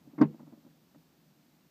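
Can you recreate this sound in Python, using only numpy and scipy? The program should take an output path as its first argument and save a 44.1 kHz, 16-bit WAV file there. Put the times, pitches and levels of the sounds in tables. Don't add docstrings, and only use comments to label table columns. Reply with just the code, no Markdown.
import sys
import numpy as np
from scipy import signal
from scipy.fft import rfft, irfft
from scipy.io import wavfile

SR = 44100
rng = np.random.default_rng(int(sys.argv[2]) if len(sys.argv) > 2 else 0)


def materialize(psi):
    bounded = np.clip(np.atleast_2d(psi).T, -1, 1)
    quanta = np.round(bounded * 32767).astype(np.int16)
    wavfile.write(sys.argv[1], SR, quanta)


N = 74970


def lid():
    # time_s, thump_db, clatter_db, brightness_hz
    contacts = [(0.1798, -34, -52.5, 1900), (0.186, -31.5, -43, 1400), (0.1999, -25.5, -51.5, 700),
                (0.2089, -21.5, -41, 1300), (0.2132, -11, -35, 3206), (0.22, -18, -31.5, 2000),
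                (0.226, -26, -44, 1500), (0.2382, -34, -47.5, 3000)]
    # pitch_hz, level_db, t60_s
    lid_modes = [(97, -26.5, 0.28), (149.5, -13, .2), (176.5, -14, .16), (218.4, -5, 0.18),
                 (264, 1.5, .085), (295.5, 5.5, 0.057), (405.4, -12.5, .11), (492.4, -22, .07),
                 (632, -17.5, .08), (839, -21.5, 0.071), (932, -15.5, 0.072), (1066, -14, 0.1),
                 (1375, -22, 0.06), (1530, -22.5, .06)]
    # frequency_hz, density_db, t60_s
    panel_spectrum = [(60, -40, .25), (110, -20, .22), (160, -8.5, 0.32), (300, -3.5, 0.37),
                      (600, -3, 0.099), (1052, -2, .076), (2100, -12, 0.098), (2820, -15.5, .08),
                      (5000, -24.5, 0.05), (9500, -40.5, .05)]
    thump = sum(from_db(db) * soften(ring(s, lid_modes, swell_cycles=0.88), hz)
                for s, db, _, hz in contacts)
    panel_hits = [(s, db, hz) for s, _, db, hz in contacts]
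    return thump + dense_ring(panel_hits, panel_spectrum, rise_s=0.002)


def latch():
    # start_s, level_db
    clicks = [(0.1835, -67.5), (0.2138, -40), (0.2213, -49), (0.2363, -61)]
    # pitch_hz, level_db, t60_s
    latch_modes = [(2099, -3.5, .06), (4400, -11.5, .04), (4850, -1.5, 0.019), (5610, -13, .02),
                   (6260, -17.5, .03)]
    # frequency_hz, density_db, t60_s
    crackle_spectrum = [(500, -11.5, .04), (3000, -1.5, 0.075), (5000, 0, .045), (7500, -9.5, .04),
                        (9800, -15.5, .04), (13000, -10, .045)]
    ping_hz, ping_db, ping_t60_s = 2125, -47, 0.037
    crackle_offset_db, crackle_brightness_hz = -11.5, 15000
    ping = ring(start_s=0.1845, modes=[(ping_hz, ping_db, ping_t60_s)], swell_cycles=3)
    ringing = sum(from_db(db) * ring(s, latch_modes, swell_cycles=3) for s, db in clicks)
    spring_hits = [(s, db + crackle_offset_db, crackle_brightness_hz) for s, db in clicks]
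    return ping + ringing + dense_ring(spring_hits, crackle_spectrum, rise_s=0.0006)


def hand():
    # start_s, knock_db, scuff_db, scuff_brightness_hz
    bumps = [(0.0729, -42, -77, 700), (0.0952, -54.5, -73.5, 900), (0.1337, -41.5, -74, 800),
             (0.1450, -47, -61, 1000), (0.3430, -39.5, -53.5, 830), (0.395, -42, -53, 1310),
             (0.4036, -41, -55, 1060), (0.4284, -42.5, -61, 1185), (0.468, -50, -58, 1100),
             (0.4750, -42, -63, 810), (0.5236, -42.5, -54, 700), (0.5325, -39.5, -60, 705),
             (0.5743, -46.5, -70, 600), (0.6480, -49, -62.5, 1700), (0.6630, -44, -58.5, 1000),
             (0.6750, -49, -65, 1100), (0.947, -50.5, -56, 1700), (0.9580, -45, -70, 1200)]
    # pitch_hz, level_db, t60_s
    trim_modes = [(158, -12, 0.27), (241, -2, .07), (283, 3.5, .048), (567, -14.5, .05), (894, -21, 0.02)]
    # frequency_hz, density_db, t60_s
    scuff_spectrum = [(60, -27.5, .1), (251, -2.5, 0.053), (600, -2.5, 0.083), (1080, -2, 0.046),
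                      (1730, -11, 0.037), (6070, -27, .04)]
    knocks = sum(from_db(db) * ring(s, trim_modes, swell_cycles=1.2) for s, db, _, _ in bumps)
    scuff_hits = [(s, db, hz) for s, _, db, hz in bumps]
    return knocks + dense_ring(scuff_hits, scuff_spectrum, rise_s=0.00067)


def cabin_murmur():
    # frequency_hz, density_db
    cabin_spectrum = [(25, -5.5), (45, 0.5), (65, 1), (85, -13), (110, -17), (150, 2), (210, -4), (300, -4),
                      (420, -16.5), (700, -17.5), (1200, -25), (2500, -36.5), (6000, -53)]
    # time_s, level_db
    cabin_levels = [(0, -61.5), (.3, -58), (.55, -62.5), (.8, -65), (1.05, -64), (1.3, -65.5), (1.7, -65)]
    level_db = np.interp(np.arange(N) / SR, *np.transpose(cabin_levels))
    return from_db(level_db) * noise(cabin_spectrum)


def microphone_hiss(level_db=-71.5):
    # frequency_hz, density_db
    hiss_spectrum = [(100, 2.5), (1500, 0), (3000, -1.5), (4400, -1), (6500, -4.5), (8300, -7.5),
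                     (9800, -13.5), (11500, -7), (13000, -3.5), (15500, -4)]
    return from_db(level_db) * noise(hiss_spectrum)


def ring(start_s, modes, swell_cycles):
    t = np.maximum(np.arange(N) / SR - start_s, 0)
    out = np.zeros(N)
    for hz, db, t60 in modes:
        swell = 1 - np.exp(-t * hz / swell_cycles)
        out += from_db(db - 60 * t / t60) * swell * np.sin(2 * np.pi * hz * t)
    return out


def dense_ring(hits, spectrum, rise_s):
    edges = 45 * 2 ** (np.arange(18) / 2)
    centres = np.sqrt(edges[1:] * edges[:-1])
    white = rng.standard_normal((2, N))
    gains = from_db(at_hz(spectrum, centres)) * np.sqrt(np.diff(edges))
    gains /= np.linalg.norm(gains)
    t = np.arange(SR // 2) / SR
    out = np.zeros(N)
    for k, (hz, gain) in enumerate(zip(centres, gains)):
        bandpass = signal.butter(4, edges[k:k + 2], "band", fs=SR, output="sos")
        band = rms_one(signal.sosfilt(bandpass, white[k % 2]))
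        t60 = at_hz(spectrum, hz, column=2)
        envelope = (1 - np.exp(-t / rise_s)) * from_db(-60 * t / t60)
        power = np.zeros(N + SR)
        for start_s, db, brightness_hz in hits:
            start = int(start_s * SR)
            treble_loss = 1 + (hz / brightness_hz) ** 4
            power[start:start + len(t)] += (from_db(db) * envelope) ** 2 / treble_loss
        out += gain * band * np.sqrt(power[:N])
    return out


def soften(x, brightness_hz):
    return signal.sosfilt(signal.butter(2, brightness_hz, fs=SR, output="sos"), x + 1e-18)


def noise(spectrum):
    hz = np.arange(N // 2 + 1) * SR / N
    colour = from_db(at_hz(spectrum, hz))
    return rms_one(irfft(rfft(rng.standard_normal(N)) * colour, N))


def at_hz(table, hz, column=1):
    table = np.array(table)
    return np.interp(np.log(np.maximum(hz, 1)), np.log(table[:, 0]), table[:, column])


def from_db(db):
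    return 10 ** (np.asarray(db) / 20)


def rms_one(x):
    return x / np.sqrt(np.mean(x ** 2) + 1e-20)


def scene():
    return (lid() + latch() + hand() + cabin_murmur() + microphone_hiss())[None]


def record(dry, bass_cut_hz=96, treble_cut_hz=15300):
    highpass = signal.butter(4, bass_cut_hz, "high", fs=SR, output="sos")
    lowpass = signal.ellip(10, .1, 70, treble_cut_hz, fs=SR, output="sos")
    return signal.sosfilt(lowpass, signal.sosfilt(highpass, dry))


dry = scene()
out = record(dry)
materialize(out)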